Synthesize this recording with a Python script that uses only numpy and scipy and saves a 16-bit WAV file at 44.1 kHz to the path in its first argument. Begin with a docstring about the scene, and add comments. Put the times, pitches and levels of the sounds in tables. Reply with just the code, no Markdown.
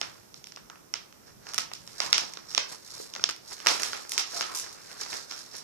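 """Thin plastic folders are bent, turned and stacked in a small bedroom, near a phone with two microphone ports.
A crease snaps at once, then sparse snaps and faint crinkling lead to a loud run of cracks from 1.5 s.
A low thud at 3 s sets the stack down; denser crinkling follows, then singing rubs and bright ticks near 4.5 s.
Snaps and slips are decaying noise bursts, flexing adds a resonance, and wall echoes answer, strongest at 14 ms.
Room tone and a low hum run throughout; the right port rings near 5.6 kHz and has the opposite polarity."""
import sys
import numpy as np
from scipy import signal
from scipy.fft import rfft, irfft, next_fast_len
from scipy.io import wavfile

SR = 44100
rng = np.random.default_rng(int(sys.argv[2]) if len(sys.argv) > 2 else 0)


def ratio_of_db(decibels):
    """Turn decibels (scalar or array-like) into linear amplitude factors; 0 dB maps to 1."""
    return 10 ** (np.asarray(decibels, float) / 20)


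def file_out(sig):
    """Save sig as 16-bit WAV at sys.argv[1]."""
    # one column per channel
    cols = np.atleast_2d(sig).T
    # limit, then scale
    lim = np.clip(cols, -1, 1)
    pcm = np.round(lim * 32767).astype(np.int16)
    wavfile.write(sys.argv[1], SR, pcm)


N = 248283

TICK_HZ = 7080  # where the treble ticks and hiss begin
# hollow resonance of a bent folder: f/Hz, width/Hz, boost/dB
SHEET_RESONANCE = (1330, 300, 7)


def snaps():
    """Impulsive buckling: a crease cracks briefly, knocks the sheet longer and duller, and ticks on top."""
    # creases letting go: t/s, nominal peak level/dB, body level re peak/dB, treble tick level re peak/dB
    creases = [(0.014, -17, -10, -41), (0.3427, -34.5, -19, -39), (0.442, -32, -30, -36),
               (0.4705, -33.5, -27, -26), (0.5213, -34.5, -20, -44), (0.5616, -30, -28, -44),
               (0.5726, -49.5, 7.5, -35), (0.6995, -35, -6, -47), (0.757, -51, 0.5, -40),
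               (0.9394, -17.5, -16.5, -39), (1.126, -43, -11, -47), (1.4685, -36, -5.5, -37),
               (1.5358, -25, -17.5, -27), (1.544, -23, -14.5, -20), (1.58, -15.5, -13, -22.5),
               (1.585, -15, -17, -31), (1.619, -27, -31, -23), (1.716, -40, 0.5, -35),
               (1.7354, -23.5, -26, -25), (1.876, -34, -13, -26), (2.003, -13, -12.5, -35),
               (2.1291, -2.5, -21, -39), (2.18, -9.5, -19, -34), (2.3365, -30.5, -22, -28),
               (2.372, -28, -10.5, -52), (2.5137, -32.5, -12, -24), (2.5487, -15, -22.5, -34),
               (2.578, -11.5, -14.5, -44), (2.5799, -15, -13, -37), (2.886, -48, -3, -35),
               (2.973, -43, -5, -28), (3.138, -29.5, -23, -29), (3.1515, -25, -18, -46),
               (3.162, -23.5, -14.5, -50), (3.1953, -37, -0.5, -40), (3.2398, -5, -23, -51),
               (3.2903, -21, -9.5, -31), (3.292, -18.5, -22.5, -34), (3.298, -19, -19.5, -37),
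               (3.3096, -26.5, -18, -23), (3.363, -37.5, -35, -23), (3.581, -36, -23, -32.5),
               (3.6022, -33.5, -12.5, -27), (3.6621, -20, -4, -22), (3.6698, -4.5, -16, -33),
               (3.6764, -28, -10, -30), (3.6881, -24, -12.5, -19), (3.763, -32, -20, -16),
               (3.779, -39, -20, -24), (3.7983, -35, 4.5, -12), (3.8204, -32, -7.5, -10.5),
               (3.833, -16.5, -17, -24), (3.932, -28, -2, -47), (4.05, -43.5, -2.5, -35),
               (4.0937, -34, -24, -9.5), (4.1194, -18, -24.5, -21), (4.1789, -10.5, -18.5, -29.5),
               (4.1846, -23.5, -12, -15.5), (4.4097, -17, -11, -50), (4.728, -43.5, -16, -10.5),
               (5.017, -31, -10, -26), (5.062, -38.5, -3, -22), (5.1295, -28, -6, -37),
               (5.3125, -27.5, -12, -28.5), (5.3218, -28, -14, -43), (5.567, -39.5, -23, -10)]
    # an edge catches and slips in a run of like, bright ticks: t/s
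    ratchet_times = [4.549, 4.554, 4.5605, 4.5725, 4.587, 4.598]
    # every such tick: nominal peak level/dB, body level re peak/dB, treble tick level re peak/dB
    ratchet_levels = (-30, -20, -12)
    body_hz = 2146
    teeth = [(s, *ratchet_levels) for s in ratchet_times]
    s, peak_db, body_db, tick_db = np.transpose(creases + teeth)
    moments = np.round(s * SR).astype(int)

    def spikes(db):
        return np.bincount(moments, ratio_of_db(db), N)

    crack = bursts(spikes(peak_db + 3), t60=0.008, alike=0.13, lead=3.5)
    crack = band(crack, [0.8 * body_hz, TICK_HZ], "bandpass")
    knock = bursts(spikes(peak_db + body_db + 16.5), t60=0.021, alike=1.0, lead=4.35)
    knock = band(knock, [200, body_hz], "bandpass")
    knock = filtered(knock, lambda f: 1 + ring(f, *SHEET_RESONANCE))
    tick = bursts(spikes(peak_db + tick_db + 27.5), t60=0.014, alike=0.053, lead=1.5)
    tick = band(tick, TICK_HZ, "highpass")
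    return crack + tick + knock


def rustle():
    """Stick-slip noise: dense film slips hiss high; sparser, duller ones excite a wandering resonance."""
    # the hollow ring as a flexed sheet opens and closes: f/Hz
    bend_hz = [1000, 1300, 1600]
    crinkle, treble, flexing = strokes()
    slips = bursts(grains(per_second=1800, spread_db=5.2), t60=0.012, alike=0.45, lead=0)
    film = crinkle * unit(band(slips, [4000, TICK_HZ], "bandpass"))
    film += ratio_of_db(6.5) * treble * unit(band(slips, TICK_HZ, "highpass"))

    dull_slips = bursts(grains(per_second=1400, spread_db=7.0), t60=0.034, alike=0.69, lead=0)
    flex = unit(band(dull_slips, 1850, "lowpass"))
    # a slow random position along bend_hz, crossfading neighbouring resonances
    bend = 1 + unit(band(rng.standard_normal(N), 6, "lowpass")).clip(-1, 1)
    hollow = 0
    for k, hz in enumerate(bend_hz):
        share = (1 - abs(bend - k)).clip(0)
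        hollow = hollow + share * filtered(flex, lambda f: ring(f, hz, *SHEET_RESONANCE[1:]))
    return ratio_of_db(-4.5) * film + flexing * (flex + hollow)


def strokes():
    """Envelopes of hand strokes, adding in power: an exponential swell and decay shared by three layers."""
    # strokes of the hands over the folders: peak t/s, length/s, nominal crinkle level/dB,
    # flexing level re crinkle/dB, treble level re crinkle/dB
    hand_strokes = [(0.002, 0.47, -48, -1.5, 0), (0.371, 0.077, -50.5, -13, -3),
                    (1.281, 0.14, -55, 1.5, -10), (1.497, 0.18, -43, -2.5, -6.5),
                    (1.605, 0.043, -33, -19, -7.5), (1.899, 0.58, -51.5, -7, 3.5),
                    (2.048, 0.25, -34.5, -3.5, -2), (2.195, 0.31, -38.5, -2, -4),
                    (2.52, 0.228, -42.5, -7, -4), (2.598, 0.2, -41.5, -0.5, -7),
                    (2.724, 0.14, -39, -5.5, 1.5), (2.941, 0.34, -40, -8, -1), (3.012, 0.14, -38, -10, 2),
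                    (3.19, 0.29, -44, -1, -9), (3.516, 0.15, -36.5, -7, -0.5), (3.71, 0.17, -29.5, -0.5, 0),
                    (3.833, 0.44, -33, -7.5, -0.5), (4.153, .16, -36, -7.5, -13),
                    (4.372, 0.25, -31, -6.5, -2.5), (4.53, 0.26, -41.5, -1, 3), (4.662, 0.33, -45, -1, -3),
                    (4.914, 0.62, -44, -3.5, 0), (5.015, 0.057, -30.5, -8, -5), (5.133, 0.196, -33, -6, -2),
                    (5.308, 0.038, -35, -8, -7), (5.373, 0.39, -43, -7.5, -0.5),
                    (5.555, 0.12, -39, -4.5, -4.5)]
    # sheets barely held: nominal crinkle level/dB, flexing level re crinkle/dB, treble level re crinkle/dB
    resting = (-76, -19, -21)
    fall_db, rise_share = 28.5, 0.67  # drop over one length after the peak; the rise takes this share of it
    t = np.arange(N) / SR

    def layers(db, flex_db, treble_db):
        return ratio_of_db(db + np.array([[0], [treble_db], [flex_db]]))

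    power = layers(*resting) ** 2 * np.ones(N)
    for s, length, *levels in hand_strokes:
        away = np.maximum(t - s, (s - t) / rise_share) / length
        power = power + (layers(*levels) * ratio_of_db(-fall_db * away)) ** 2
    return np.sqrt(power)


def bursts(sizes, t60, alike, lead):
    """Exponentially decaying scattering, partly coherent between ports; rows are left, right, room."""
    fade = ratio_of_db(-60 / (t60 * SR))
    envelope = signal.lfilter([1], [1, -fade], sizes)
    shared, own = np.sign(rng.standard_normal((2, N)))
    right_chatter = alike * shared + np.sqrt(1 - alike ** 2) * own
    first_pulse = lead * sizes * shared
    left = envelope * shared + first_pulse
    right = envelope * right_chatter + first_pulse
    # the room takes the energy of the chatter from all sides, evenly coloured
    to_room = sizes * shared / np.sqrt(1 - fade ** 2)
    return np.array([left, right, to_room])


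def grains(per_second, spread_db):
    """Random point process: tiny slips at random moments, a few much larger than the rest."""
    chance, size = rng.random(N), rng.exponential(1, N)
    return (chance < per_second / SR) * ratio_of_db(np.minimum(spread_db * size, 18))


def rub():
    """Friction-driven resonance: noise sings in an air pocket, its pitch gliding as that closes or opens."""
    # pockets of air between sliding sheets: start t/s, length/s, first f/Hz, last f/Hz,
    # cutoff of the flutter f/Hz, nominal starting level/dB
    pockets = [(.698, .065, 1250, 1300, 300, -44), (4.325, .07, 610, 860, 50, -36),
               (4.43, .045, 1300, 1220, 70, -33), (4.485, .07, 1090, 1020, 70, -38)]
    ramp_s, sag_db = 0.012, 7  # rise and release time; level lost along the rub
    t, song = np.arange(N) / SR, np.zeros(N)
    for s, length, first_hz, last_hz, width_hz, db in pockets:
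        done = np.clip((t - s) / length, 0, 1)
        ramps = np.clip(np.minimum(t - s, s + length - t) / ramp_s, 0, 1)
        shape = ramps * ratio_of_db(db - sag_db * done)
        flutter = unit(band(rng.standard_normal(N), width_hz, "lowpass"))
        pitch_hz = first_hz + (last_hz - first_hz) * done
        song += shape * flutter * np.cos(2 * np.pi * np.cumsum(pitch_hz) / SR)
    return song


def thud():
    """Damped free vibration: a short low knock as the stack is set down."""
    # the knock: t/s, f/Hz, t60/s, nominal level/dB
    knock = (3, 442, 0.0156, -22.5)
    s, hz, t60, db = knock
    t = (np.arange(N) / SR - s).clip(0)
    return ratio_of_db(db - 60 * t / t60) * np.sin(2 * np.pi * hz * t)


def echo(length):
    """Room impulse response: silence, wall reflections, then a tail that dies faster in the treble."""
    # reverberation of the tail: f/Hz, t60/s
    decay = [(300, 0.59), (800, 0.41), (2000, 0.35), (5500, 0.29), (12000, 0.16)]
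    # first reflections: t/s, relative level/dB
    walls = [(.0085, -2), (0.014, 0.5), (0.017, -5.5)]
    t = np.arange(length) / SR
    noise = rng.standard_normal((3, length))
    # long waves reach both ports alike
    noise = band(noise[0], 490, "lowpass") + band(noise[1:], 756, "highpass")
    hz, frames, z = signal.stft(noise, SR, nperseg=256)
    z = z * ratio_of_db(-60 * frames / along(decay, hz)[:, None])
    tail = signal.istft(z, SR, nperseg=256)[1][:, :length]
    # each reflection is a burst falling 60 dB in 25 ms
    arrivals = sum(ratio_of_db(db - 60 * (t - s).clip(0) / 0.025) * (t > s) for s, db in walls)
    thickening = np.clip((t - 0.011) / 0.016, 0, 1)
    tail = tail * (1.267 * arrivals + thickening)
    return tail / np.linalg.norm(tail[0])


def room(x):
    """Time-varying convolution: the sheets keep moving, so the response changes every quarter second."""
    step, length = SR // 4, SR // 2
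    wet = np.zeros((2, N + step + length))
    for start in range(0, N, step):
        part = signal.fftconvolve(x[None, start:start + step], echo(length), axes=1)
        wet[:, start:start + part.shape[1]] += part
    return wet[:, :N]


def rumble():
    """Low-passed level modulation of band noise: a dull hum, different at each port, swells and sinks."""
    # the low hum of the house: t/s, nominal level/dB
    house_hum = [(0, -64), (3.6, -65), (4.2, -71), (5.63, -67)]
    wander_db = 3 * unit(band(rng.standard_normal(N), 5, "lowpass"))  # rms 3 dB, below about 5 Hz
    upper = unit(band(rng.standard_normal((2, N)), [95, 220], "bandpass"))
    lower = unit(band(rng.standard_normal((2, N)), [30, 95], "bandpass"))
    return ratio_of_db(curves(house_hum)[0] + wander_db) * (upper + ratio_of_db(-9.5) * lower)


def hush():
    """Diffuse-field coherence: steady room tone is only a little alike at the two ports."""
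    # colour of the room tone: f/Hz, relative level/dB
    colour = [(25, -13), (100, -2.5), (380, 1), (750, -5.5), (1250, -7.5), (2000, -12.5), (3100, -16),
              (6000, -12.5), (9500, -16), (14000, -13.5)]
    # coherence of the ports: f/Hz, likeness (0 to 1)
    likeness = [(60, 0.15), (500, 0.238), (1500, 0.086)]

    def mid_side(hz):
        turn = np.arccos(np.clip(along(likeness, hz), -1, 1)) / 2
        return ratio_of_db(along(colour, hz)) * [np.cos(turn), np.sin(turn)]

    mid, side = filtered(rng.standard_normal((2, N)), mid_side)
    return ratio_of_db(-57.0) * unit(np.array([mid + side, mid - side]))


def ring(f, hz, width, db):
    """Second-order resonance: the extra complex response of one mode."""
    return (ratio_of_db(db) - 1) * 1j * f * width / (hz * hz - f * f + 1j * f * width)


def band(x, hz, kind):
    """Causal Butterworth filtering: a low-, band- or high-pass."""
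    return signal.sosfilt(signal.butter(3, hz, kind, fs=SR, output="sos"), x)


def filtered(x, response):
    """Convolution theorem: the spectrum of x times a complex response of frequency."""
    m = next_fast_len(N + 8192)
    return irfft(rfft(x, m) * response(np.fft.rfftfreq(m, 1 / SR)), m)[..., :N]


def unit(x):
    """Power normalisation: x at rms 1."""
    return x / np.sqrt(np.mean(x ** 2) + 1e-20)


def along(points, hz):
    """Logarithmic frequency scale: (f, value) points interpolated at hz."""
    f, v = np.transpose(points)
    return np.interp(np.log(hz + 1), np.log(f + 1), v)


def curves(rows):
    """Linear interpolation in time: one value per sample for each column after t/s."""
    s, *cols = np.transpose(rows)
    return [np.interp(np.arange(N) / SR, s, c) for c in cols]


def scene():
    """Superposition of the direct sound of the sheets, their echo, the room tone and the hum."""
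    # where the sheets are: t/s, left level re right/dB, echo send level/dB
    place = [(0, -0.5, -5.5), (2.6, -0.5, -4.5), (3.24, 2, -11), (3.6, -1.5, -2), (4.5, 1.5, -1),
             (5.63, -1, 1)]
    # colour of the plastic film: f/Hz, level/dB
    film_colour = [(150, -11), (420, -4.5), (800, -6.5), (1500, -9.5), (3000, -1.5), (5500, 0.5),
                   (7500, -6.5), (10000, -10.5), (13500, -17.5)]
    sheets = filtered(snaps() + rustle() + rub() + thud(), lambda hz: ratio_of_db(along(film_colour, hz)))
    pan_db, echo_db = curves(place)
    near = sheets[:2] * ratio_of_db(np.array([pan_db / 2, -pan_db / 2]))
    # the left port is farther
    delay_s = np.array([[0.00023], [0]])
    near = filtered(near, lambda hz: np.exp(-2j * np.pi * hz * delay_s))
    return near + room(ratio_of_db(echo_db) * sheets[2]) + hush() + rumble()


def band_limit(x):
    """A steep low-pass at the top of the band."""
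    return signal.sosfilt(signal.butter(12, 15720, fs=SR, output="sos"), x)


def record(dry):
    """Cavity resonance and polarity reversal at the right port; a steep treble cut, then clipping."""
    # modes of the right port's cavity: f/Hz, width/Hz, boost/dB
    port_modes = [(5536, 780, 9), (1200, 6000, 3)]
    # the minus sign: its capsule is wired the other way round
    right = filtered(dry[1], lambda f: -(1 + sum(ring(f, *mode) for mode in port_modes)))
    x = np.array([dry[0], right])
    x = filtered(x, lambda hz: 1 / (1 + (hz / 14600) ** 70))
    mix = np.clip(x, -1, 1)
    return band_limit(mix)


dry = scene()
out = record(dry)
file_out(out)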